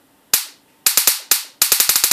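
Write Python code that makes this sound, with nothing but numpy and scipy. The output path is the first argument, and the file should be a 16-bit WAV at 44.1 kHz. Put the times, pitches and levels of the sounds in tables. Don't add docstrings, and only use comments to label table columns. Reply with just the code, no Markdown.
import sys
import numpy as np
from scipy import signal
from scipy.fft import rfft, irfft, next_fast_len
from scipy.io import wavfile
from scipy.ndimage import uniform_filter1d

SR = 44100
rng = np.random.default_rng(int(sys.argv[2]) if len(sys.argv) > 2 else 0)


def voltage_ratio(level):
    return 10 ** (np.asarray(level, float) / 20)


def inscribe(sig):
    pcm = np.round(np.clip(np.atleast_2d(sig).T, -1, 1) * 32767)
    wavfile.write(sys.argv[1], SR, pcm.astype(np.int16))


N = 93844


def unit(x):
    return x / np.sqrt(np.mean(x ** 2) + 1e-20)


def along(points, hz):
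    point_hz, value = np.transpose(points)
    return np.interp(np.log(hz + 1), np.log(point_hz + 1), value)


def filtered(x, response):
    size = next_fast_len(len(x) + 8192)
    gain = response(np.fft.rfftfreq(size, 1 / SR))
    return irfft(rfft(x, size) * gain, size)[:len(x)]


def hiss(spectrum, size):
    return unit(filtered(rng.standard_normal(size), lambda hz: voltage_ratio(along(spectrum, hz))))


# freq_hz, density_db (per Hz)
HUSH_SPECTRUM = [(15, -49.5), (25, -24.5), (247, -11), (276, -5), (314, -12.5), (845, -16), (2000, -23),
                 (2600, -63), (4400, -120)]
# freq_hz, density_db (per Hz)
MIC_SPECTRUM = [(1180, -41), (2000, -1), (2210, -9.5), (2950, -3), (4080, -9), (5780, -11), (6280, -14.5),
                (7790, -9), (14500, -8)]
# pitch_hz, level_db, width_hz
HUMS = [
    (290.6, -69, 25),
    (898, -70, 10.85),
]


def room_tone():
    hush_db, mic_db = -57.5, -58
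    tone = np.zeros(N)
    for pitch_hz, level_db, width_hz in HUMS:
        resonance = lambda hz: 1 / (1 + ((hz - pitch_hz) / width_hz) ** 2)
        tone += voltage_ratio(level_db) * unit(filtered(rng.standard_normal(N), resonance))
    return tone + voltage_ratio(hush_db) * hiss(HUSH_SPECTRUM, N) + voltage_ratio(mic_db) * hiss(MIC_SPECTRUM, N)


# freq_hz, density_db (per Hz)
BENCH_SPECTRUM = [(88, -48), (150, -15), (1910, -5.5), (2650, -6), (3270, -4), (5510, -10.5), (6060, 0.5),
                  (11900, -8.5), (15000, -6)]
# freq_hz, density_db (per Hz)
ROOM_SPECTRUM = [(40, -52), (200, -24.5), (450, -18), (750, -13.5), (2200, -7.5), (3300, -8), (4300, -2),
                 (6400, -7.5), (9000, -1.5), (15500, -1)]
# freq_hz, t60_s
ROOM_T60 = [(300, 0.84), (800, .62), (1500, 0.51), (3500, 0.55), (6000, 0.48), (9000, 0.34), (14000, 0.27)]


def scatter():
    bench_db, bench_t60_s, room_db = -3.5, 0.055, -7
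    bend_db = -180
    t = np.arange(SR // 2) / SR
    hz, frame_s, z = signal.stft(hiss(ROOM_SPECTRUM, len(t)), SR, nperseg=128)
    decay_db = -60 * frame_s / along(ROOM_T60, hz)[:, None] + bend_db * frame_s ** 2
    tail = signal.istft(z * voltage_ratio(decay_db), SR, nperseg=128)[1][:len(t)]
    clutter = voltage_ratio(bench_db - 60 * t / bench_t60_s) * hiss(BENCH_SPECTRUM, len(t))
    return clutter + voltage_ratio(room_db) * tail


# pitch_hz, level_db, t60_s
PORT_RINGS = [(1480, 3.5, 0.0054), (4412, 1.5, 0.0068), (4856, 11, 0.0043), (5250, -2.5, 0.011),
              (7040, 2.5, 0.017), (12790, 0.5, 0.0051)]
# delay_s, level_db, centre_hz, length_s
NEAR_ECHOES = [(.0016, -4, 12800, .0006), (.0027, -4, 9300, .0005), (.0037, -2, 9800, .0006),
               (.0038, -1, 13000, .0006), (.0042, -6, 4300, .0006), (.0056, 3, 12100, .0007),
               (.0085, -2, 12300, .0008)]
# delay_s, level_db, centre_hz, length_s
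WALL_ECHOES = [(.0186, -2, 11000, .0003), (.0295, -6, 9000, .0003), (.0425, -10, 5000, .0005),
               (.046, -5, 6000, .0003)]


def shock():
    t = np.arange(SR // 16) / SR
    x = np.zeros(len(t))
    for pitch_hz, level_db, t60_s in PORT_RINGS:
        x += voltage_ratio(level_db - 60 * t / t60_s) * np.sin(2 * np.pi * pitch_hz * t)
    for delay_s, level_db, centre_hz, length_s in NEAR_ECHOES + WALL_ECHOES:
        age = np.clip((t - delay_s) / length_s, 0, None)
        pulse = np.e * 3 * age * np.exp(-3 * age)
        level = voltage_ratio(level_db + 0.4 * rng.standard_normal())
        x += level * pulse * np.sin(2 * np.pi * centre_hz * (t - delay_s))
    return x


# freq_hz, density_db (per Hz)
THUD_SPECTRUM = [(20, -22.5), (150, -17.5), (250, 8), (600, 6.5), (900, -22.5), (2000, -100.5)]


def thud(size):
    t60_s = 0.034
    return voltage_ratio(-60 * np.arange(size) / SR / t60_s) * hiss(THUD_SPECTRUM, size)


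# start_s, level_db, thud_db
SPARKS = [(.3365, -1.5, -20), (0.8649, -1, -31), (0.9736, -0.5, -23), (1.0736, 1, -12),
          (1.314, -0.5, -26.5), (1.6178, -1, -31), (1.7191, -0.5, -16.5), (1.8006, -1, -24.5),
          (1.8921, -2, -17.5), (1.9571, -4, -23), (2.0378, -2, -18.5), (2.113, 0, -23)]


def sparks():
    fresh = 0.15
    smear_s, smear_db = 0.003, -23
    lead = round(smear_s * SR)
    out = np.zeros(N + SR)
    shared = scatter()
    for start_s, level_db, thud_db in SPARKS:
        x = np.sqrt(1 - fresh) * shared + np.sqrt(fresh) * scatter()
        front = shock()
        x[:len(front)] += front
        x += voltage_ratio(thud_db) * thud(len(x))
        start = round(start_s * SR)
        out[start:][:len(x)] += voltage_ratio(level_db) * x
        smear = hiss(BENCH_SPECTRUM, 300)[:lead] * np.linspace(0.3, 1.2, lead)
        out[start - lead:start] += voltage_ratio(smear_db) * smear
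    return out[:N]


# freq_hz, density_db (per Hz)
SLEEVE_SPECTRUM = [(800, -30), (1500, -11), (2700, 0), (3300, -8.5), (6000, -13), (12000, -22)]


def sleeve():
    start_s, level_db, rise_s, fade_s = 0.675, -56.5, 0.01, 0.097
    age = np.clip(np.arange(N) / SR - start_s, 0, None)
    envelope = (1 - np.exp(-age / rise_s)) * np.exp(-age / fade_s)
    return voltage_ratio(level_db) * envelope * hiss(SLEEVE_SPECTRUM, N)


def scene():
    return np.tile(sparks() + room_tone() + sleeve(), (2, 1))


def clip(x):
    knee = 8.1
    return x / (1 + np.abs(x) ** knee) ** (1 / knee)


def levelled(x):
    release_s, delay_s, threshold_db, strength = 0.017, 0.012, -36, 0.054
    slow = np.exp(-1 / (release_s * SR))
    power = signal.lfilter([1 - slow], [1, -slow], x ** 2)
    recent = np.pad(power, (round(delay_s * SR), 0))[:N]
    return x * (1 + recent / voltage_ratio(2 * threshold_db)) ** (-strength / 2)


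def band_limited(x):
    top_hz, edge_hz = 14620, 45
    return filtered(x, lambda hz: 0.5 - 0.5 * np.tanh((hz - top_hz) / edge_hz / 2))


# freq_hz, threshold_db
MASKING = [(60, -27), (170, -27), (300, -28), (520, -27), (640, -25), (760, -23), (800, -90)]


def without_faint_bass(x):
    loud_db = -16
    hz, _, z = signal.stft(x, SR, nperseg=1024)
    power = np.abs(z) ** 2
    whole = power.sum(0)
    threshold = whole * voltage_ratio(2 * along(MASKING, hz))[:, None]
    keep = uniform_filter1d(power, size=3, axis=0) > threshold
    keep = keep | (whole > voltage_ratio(2 * loud_db))
    return signal.istft(z * keep, SR, nperseg=1024)[1][:N]


# start_s, length_s, level_db (under the sound), share (of bands)
SPLITS = [
    (.982, .045, -14, .7),
    (1.052, .012, -15, .9),
    (1.51, .03, -12, .35),
    (1.63, .04, -15, .55),
    (1.765, .025, -17, .6),
    (1.804, .045, -15, .55),
]


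def difference(x):
    band_hz, low_hz = 700, 500
    hz, t, z = signal.stft(x, SR, nperseg=512)
    band = (hz // band_hz).astype(int)
    gain = np.zeros(z.shape)
    for start_s, length_s, level_db, share in SPLITS:
        draw = rng.random(band.max() + 1)[band]
        chosen = draw * (1 + (hz < low_hz)) < share
        during = (t > start_s) & (t < start_s + length_s)
        gain += voltage_ratio(level_db) * np.outer(chosen, during)
    scrambled = np.exp(2j * np.pi * rng.random(z.shape))
    return signal.istft(z * gain * scrambled, SR, nperseg=512)[1][:N]


def band_limit(x):
    return signal.sosfilt(signal.butter(12, 15570, fs=SR, output="sos"), x)


def record(dry):
    x = without_faint_bass(band_limited(levelled(clip(dry[0]))))
    side = difference(x)
    mix = np.clip(0.96 * np.array([x + side, x - side]), -1, 1)
    return band_limit(mix)


dry = scene()
out = record(dry)
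inscribe(out)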